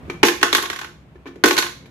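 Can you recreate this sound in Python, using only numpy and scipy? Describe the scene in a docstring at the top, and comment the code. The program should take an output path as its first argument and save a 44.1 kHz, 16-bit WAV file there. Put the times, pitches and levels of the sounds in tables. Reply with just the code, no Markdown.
"""Two coins are pushed through the slot of a hollow plastic toy bank in a small room.
Each lands with a boxy thump (low box modes) and a clack (shaped noise over damped wall modes), then bounces.
Fingers and coins tick on the lid in between, exciting the lid's own modes.
A diffuse tail gives the room, filtered noise its low rumble; the hardest blows overload the close microphone."""
import sys
import numpy as np
from scipy import signal
from scipy.fft import rfft, irfft
from scipy.io import wavfile

SR = 44100
rng = np.random.default_rng(int(sys.argv[2]) if len(sys.argv) > 2 else 0)


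def inscribe(sig):
    """Save sig as 16-bit PCM at rate SR to the path in sys.argv[1].

    A 1-D sig is mono; a 2-D sig holds one channel per row.
    Samples are clipped to [-1, 1] before scaling.
    """
    pcm = np.round(np.clip(np.atleast_2d(sig).T, -1, 1) * 32767)
    wavfile.write(sys.argv[1], SR, pcm.astype(np.int16))


N = 83790  # length [samples]


def from_db(db):
    """Logarithmic level: decibels become an amplitude ratio."""
    return 10 ** (np.asarray(db) / 20)


def at_hz(points, hz):
    """Logarithmic pitch: interpolate a table linearly along log frequency."""
    table_hz, value = np.transpose(points)
    return np.interp(np.log(np.maximum(hz, 1)), np.log(table_hz), value)


def add(out, start_s, sound):
    """Superposition: mix a stereo sound in at a time."""
    start = int(start_s * SR)
    part = sound[:, :max(N - start, 0)]
    out[:, start:start + part.shape[1]] += part


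def panned(pan_db):
    """Level difference between channels: left and right gains of constant total power."""
    gains = from_db(np.array([pan_db, -pan_db]) / 2)
    return gains / np.sqrt(np.mean(gains ** 2, axis=0))


def exponential_decay(t, t60_s):
    """Exponential damping: the amplitude falls by 60 dB in t60_s."""
    return np.exp(-np.log(1000) * t / t60_s)


# correlation of the two channels in a diffuse field: (frequency [Hz], correlation [-1 to 1])
CHANNEL_CORRELATION = [(60, .93), (200, .92), (350, .85), (700, .5), (1500, .1), (8000, 0)]


def diffuse_noise(size):
    """Diffuse-field coherence: stereo noise alike in the bass and unrelated in the treble."""
    mid, side = rfft(rng.standard_normal((2, size)))
    alike = np.clip(at_hz(CHANNEL_CORRELATION, np.fft.rfftfreq(size, 1 / SR)), -1, 1)
    mid = np.sqrt((1 + alike) / 2) * mid
    side = np.sqrt((1 - alike) / 2) * side
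    return irfft(mid + side * [[1], [-1]], size)


# spectrum of the rumble: (frequency [Hz], relative level [dB])
RUMBLE_SPECTRUM = [(25, -31.5), (45, -16.5), (66, -2), (90, -10.5), (115, -10), (150, -6.5), (280, -14.5),
                   (450, -21.5), (900, -26), (2500, -33.5), (5000, -48.5), (15000, -57.5)]
# course of the rumble's RMS level: (time [s], level [dB re full scale])
RUMBLE_LEVEL = [(0, -40.5), (.09, -36.5), (.2, -40), (.45, -47), (1.0, -47.5), (1.3, -46.5), (1.9, -45.5)]


def rumble():
    """Spectral shaping: white noise weighted to the room's quiet, bass-heavy background."""
    colour = from_db(at_hz(RUMBLE_SPECTRUM, np.fft.rfftfreq(N, 1 / SR)))
    noise = irfft(rfft(diffuse_noise(N)) * colour, N)
    level_db = np.interp(np.arange(N) / SR, *np.transpose(RUMBLE_LEVEL))
    return noise / noise.std() * from_db(level_db)


TILT_PIVOT_HZ = 2200  # treble tilts turn about this frequency


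def tilt(hz, tilt_db):
    """Spectral slope: level in dB for a tilt in dB per octave."""
    return tilt_db * np.log2(hz / TILT_PIVOT_HZ)


def ring(modes, tilt_db, spread_db):
    """Modal synthesis: one blow sums damped sines, each of a strength varied at random by spread_db."""
    hz, level_db, t60_s, pan_db = np.transpose(modes)
    t = np.arange(SR // 2) / SR
    varied_db = level_db + tilt(hz, tilt_db) + spread_db * rng.standard_normal(len(hz))
    gain = from_db(varied_db) * (-1) ** np.arange(len(hz))  # neighbouring modes alternate in polarity
    sines = np.sin(2 * np.pi * hz[:, None] * t) * exponential_decay(t, t60_s[:, None])
    return (gain * panned(pan_db)) @ sines


# resonances of the hollow box and its floor:
# (frequency [Hz], relative level [dB], 60 dB decay time [s], left minus right [dB])
BOX_MODES = [(234, -18.5, 0.15, 5), (272, -5.5, 0.044, -1), (349.9, 2, 0.05, -0.5), (352.2, -9, 0.23, 0.5),
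             (379, -13, 0.079, -8.5), (456, -12, 0.088, 1.5), (478.7, -16.5, 0.19, -10.5),
             (574, -11, 0.021, 10.5), (688, -15, 0.027, 10.5)]


def box_thump():
    """Low-order resonance: the hollow box and its floor ring at a few low modes."""
    return ring(BOX_MODES, 0, 0)


CHATTER_DB, CHATTER_REF_S = 1, .004  # after-contact energy re the first contact, for a run of CHATTER_REF_S


def chatter(length_s, count=12):
    """Repeated impact: energy of a first contact and more as the rim slaps down; longer runs take a greater share."""
    length_s = abs(length_s)
    when_s = (np.arange(count) + rng.random(count)) / count * length_s
    energy = rng.exponential(1, count)
    total = from_db(CHATTER_DB) ** 2 * length_s / CHATTER_REF_S
    clicks = np.zeros(int(length_s * SR) + 2)
    np.add.at(clicks, 1 + (when_s * SR).astype(int), total * energy / energy.sum())
    clicks[0] = 1
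    return clicks / clicks.sum()


# spectrum of the dense, quickly damped modes of the plastic: (frequency [Hz], relative level [dB])
CLACK_SPECTRUM = [(450, -5.5), (620, -9.5), (850, -3), (1150, 0.5), (1600, 3), (2600, 0.5), (3600, 0),
                  (5000, -7), (6800, -7.5), (8900, -20), (11300, -12.5), (13000, -18), (15500, -24.5)]
# stereo balance of those modes: (frequency [Hz], left minus right [dB])
CLACK_BALANCE = [(600, -2.5), (1050, 10.5), (1500, 1), (2400, -7.5), (3600, -5.5), (6000, 0.5), (12000, 0)]
CLACK_T60_S, ATTACK_S = 0.058, 0.00068  # decay time, and time constant of the onset
CRACK_DB, CRACK_T60_S = -1, 0.015  # the quick first part, re the slower decay
SPOT_DB, SPOT_WIDTH_OCT = 4, .15  # broad resonance of the struck spot
CUTOFF_HZ = 15400  # top of the audible band here


def clack(tilt_db, chatter_s, spot_hz, size=8192):
    """High modal density: countless modes act as noise, strongest near the struck spot's pitch."""
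    hz = np.fft.rfftfreq(size, 1 / SR) + 1
    t = np.arange(size) / SR
    spot_db = SPOT_DB * np.exp(-.5 * (np.log2(hz / spot_hz) / SPOT_WIDTH_OCT) ** 2)
    colour = from_db(at_hz(CLACK_SPECTRUM, hz) + spot_db + tilt(hz, tilt_db))
    colour = colour * (hz > CLACK_SPECTRUM[0][0]) * (hz < CUTOFF_HZ)
    random_phase = np.exp(2j * np.pi * rng.random((2, len(hz))))
    modes = irfft(colour * panned(at_hz(CLACK_BALANCE, hz)) * random_phase)

    crack = from_db(CRACK_DB) * exponential_decay(t, CRACK_T60_S)
    one_contact = (1 - np.exp(-t / ATTACK_S)) * (exponential_decay(t, CLACK_T60_S) + crack)
    energy = np.convolve(one_contact ** 2, chatter(chatter_s))[:size]  # contacts add in energy
    return np.sqrt(energy) * modes / modes.std()


THUMP_LAG_S, MODE_SPREAD_DB = 0.00301, 4  # thump's delay after the contact; random spread of mode strengths


def bank(contacts, modes, modes_db, clack_db):
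    """Impact excitation: each contact sets off the dense clack, the clear modes and the box's thump."""
    out = np.zeros((2, N))
    thump = box_thump()
    for start_s, level_db, thump_db, tilt_db, chatter_s, spot_hz in contacts:
        add(out, start_s, from_db(level_db + clack_db) * clack(tilt_db, chatter_s, spot_hz))
        add(out, start_s, from_db(level_db + modes_db) * ring(modes, tilt_db, MODE_SPREAD_DB))
        add(out, start_s + THUMP_LAG_S, from_db(thump_db) * thump)
    return out


# fingers and coin touch the lid: (time [s], relative level of clack and modes [dB], relative thump level [dB],
# treble tilt [dB per octave], chatter [s], pitch of the struck spot [Hz])
LID_TOUCHES = [(0.076, -58, -29, 0, 0.0098, 1100), (0.0988, -23, -25, -3, .003, 2280),
               (1.156, -50, -51, -4.5, 0.0073, 1390), (1.257, -41.5, -48, -4.5, 0.0056, 2300),
               (1.264, -32.5, -29.5, -3.5, 0.02, 1100), (1.287, -44, -48, -5, 0.0052, 1100),
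               (1.356, -45.5, -27.5, -1, .005, 600), (1.857, -46, -43, 1.5, .008, 3200)]
# the lid's resonances under a finger or a coin's edge:
# (frequency [Hz], relative level [dB], 60 dB decay time [s], left minus right [dB])
LID_MODES = [(268.4, -23, 0.23, -2), (368.4, -11.5, 0.071, 0.29), (1060, -17, 0.047, 1.5),
             (1500, -18.5, 0.034, 1.2), (1733, -16.5, 0.079, -1.5), (1788, -15.5, 0.052, 6),
             (2330, -11, 0.037, 6.5)]


def lid_touches():
    """Plate resonance: light contacts excite the lid's own modes."""
    return bank(LID_TOUCHES, LID_MODES, modes_db=8, clack_db=-3)


# a coin strikes inside the bank: (time [s], relative level of clack and modes [dB], relative thump level [dB],
# treble tilt [dB per octave], chatter [s], pitch of the struck spot [Hz])
COIN_BLOWS = [(0.2305, -4, 0.5, -2.5, 0.0032, 2520), (0.248, -15, -48, 4.5, 0.021, 6000),
              (0.262, -17, -29, 5, .014, 3000), (0.283, -12.5, -22, -1.5, .004, 1700),
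              (0.4133, -27, -22, 0, .002, 2200), (0.4286, -7, -10.5, -.5, .0005, 1300),
              (0.5279, -10, -14, 0, .0005, 3500), (0.5486, -9, -20.5, 1, 0.00048, 3700),
              (0.567, -21, -29, 7, 0.0018, 5000), (0.581, -19.5, -23.5, -2.5, .001, 1450),
              (0.6238, -24, -23, 3.5, 0.0029, 11300), (0.636, -26.5, -53, -6, 0.0044, 3300),
              (0.654, -25, -36, 0, .008, 3400), (0.6995, -20.5, -27, -0.1, 0.00059, 870),
              (0.7296, -26, -47, -0.8, 0.0038, 880), (0.7605, -28, -40.5, 0, 0.0022, 2200),
              (0.7885, -27.5, -42.5, -.4, 0.0054, 950), (0.8133, -26, -37.5, -1.5, .001, 1600),
              (0.830, -36.5, -36, -2, 0.0045, 1000), (0.8444, -31, -34, -0.3, 0.0018, 1500),
              (1.4378, -4.5, 0, -1.64, 0.0047, 1080), (1.457, -13, -4.5, 3, .004, 1100),
              (1.476, -15.5, -20, 4.5, .012, 2600), (1.5081, -12, -13.5, -0.5, .002, 1550),
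              (1.529, -24.5, -35, 5, .002, 4000), (1.5665, -17.5, -21.5, .4, 0.002, 4100),
              (1.578, -12, -28, 0.7, 0.0027, 4300), (1.584, -11.5, -18.5, 3, 0.004, 4200),
              (1.6239, -17.5, -28, -0.5, .002, 1000), (1.640, -32.5, -34, -8, .01, 4200),
              (1.6633, -27, -37, -2.5, .004, 4200), (1.692, -42, -46, -1, .005, 1030)]
# the strongest wall resonances:
# (frequency [Hz], relative level [dB], 60 dB decay time [s], left minus right [dB])
WALL_MODES = [(698, -31.5, 0.095, 9), (840.5, -17.5, 0.082, 1), (943, -19.5, 0.05, 7.5),
              (1041, -15.5, 0.068, -7), (1091, -12, .1, 2), (1170, -19, 0.092, -13.5),
              (1489, -7, 0.045, -18), (1601, -9.5, 0.042, -16), (1765, -21, .1, -11), (1880, -14, 0.04, -6),
              (2150, -29, 0.48, 11), (2200, -14.5, 0.089, 26.5), (3375, -18, .06, 2),
              (4270, -18, 0.049, 7.5)]


def coin_blows():
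    """Wall resonance: each landing or bounce of a coin excites the modes of the plastic walls."""
    return bank(COIN_BLOWS, WALL_MODES, modes_db=2, clack_db=0.5)


RADIATION_HZ = 108  # the small box radiates little below this


def radiated(x):
    """Radiation efficiency: a high-pass, for a source small against the wavelength."""
    return signal.sosfilt(signal.butter(2, RADIATION_HZ, "high", fs=SR, output="sos"), x)


# strength of the room's tail: (frequency [Hz], relative level [dB])
ROOM_LEVEL = [(150, -8.5), (350, -7), (700, -5), (1500, -6), (3500, -7), (7000, -3), (14000, -5)]
# reverberation time: (frequency [Hz], 60 dB decay time [s])
ROOM_DECAY = [(200, 0.38), (1000, 0.34), (4000, .42), (13000, 0.32)]
ROOM_BUILD_S = 0.0048  # time constant of the build-up


def room(x):
    """Statistical reverberation: a diffuse noise tail builds up quickly and dies band by band."""
    t = np.arange(SR) / SR
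    edges = np.geomspace(120, 17000, 13)  # band edges [Hz]
    tail = 0
    for low, high in zip(edges, edges[1:]):
        hz = np.sqrt(low * high)
        band_pass = signal.butter(2, [low, high], "band", fs=SR, output="sos")
        band = signal.sosfilt(band_pass, diffuse_noise(SR))
        band = band * (1 - np.exp(-t / ROOM_BUILD_S)) * exponential_decay(t, at_hz(ROOM_DECAY, hz))
        band = band / np.linalg.norm(band, axis=1, keepdims=True)
        bandwidth_gain = np.sqrt(2 * (high - low) / SR)  # energy in proportion to bandwidth
        tail = tail + band * bandwidth_gain * from_db(at_hz(ROOM_LEVEL, hz))
    return signal.fftconvolve(x, tail, axes=1)[:, :N]


def scene():
    """Superposition: direct sound of coins and fingers, its reverberation and the rumble."""
    direct = radiated(coin_blows() + lid_touches())
    return direct + room(direct) + rumble()


OVERLOAD = 1.0  # clipping amplitude [full scale]


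def record(dry):
    """Hard clipping and band limiting: the loudest peaks are flattened, then the top is cut."""
    clipped = np.clip(dry, -OVERLOAD, OVERLOAD)
    low_pass = signal.ellip(10, .2, 70, CUTOFF_HZ, fs=SR, output="sos")  # ripple .2 dB, stop band 70 dB down
    return signal.sosfilt(low_pass, clipped)


dry = scene()
out = record(dry)
inscribe(out)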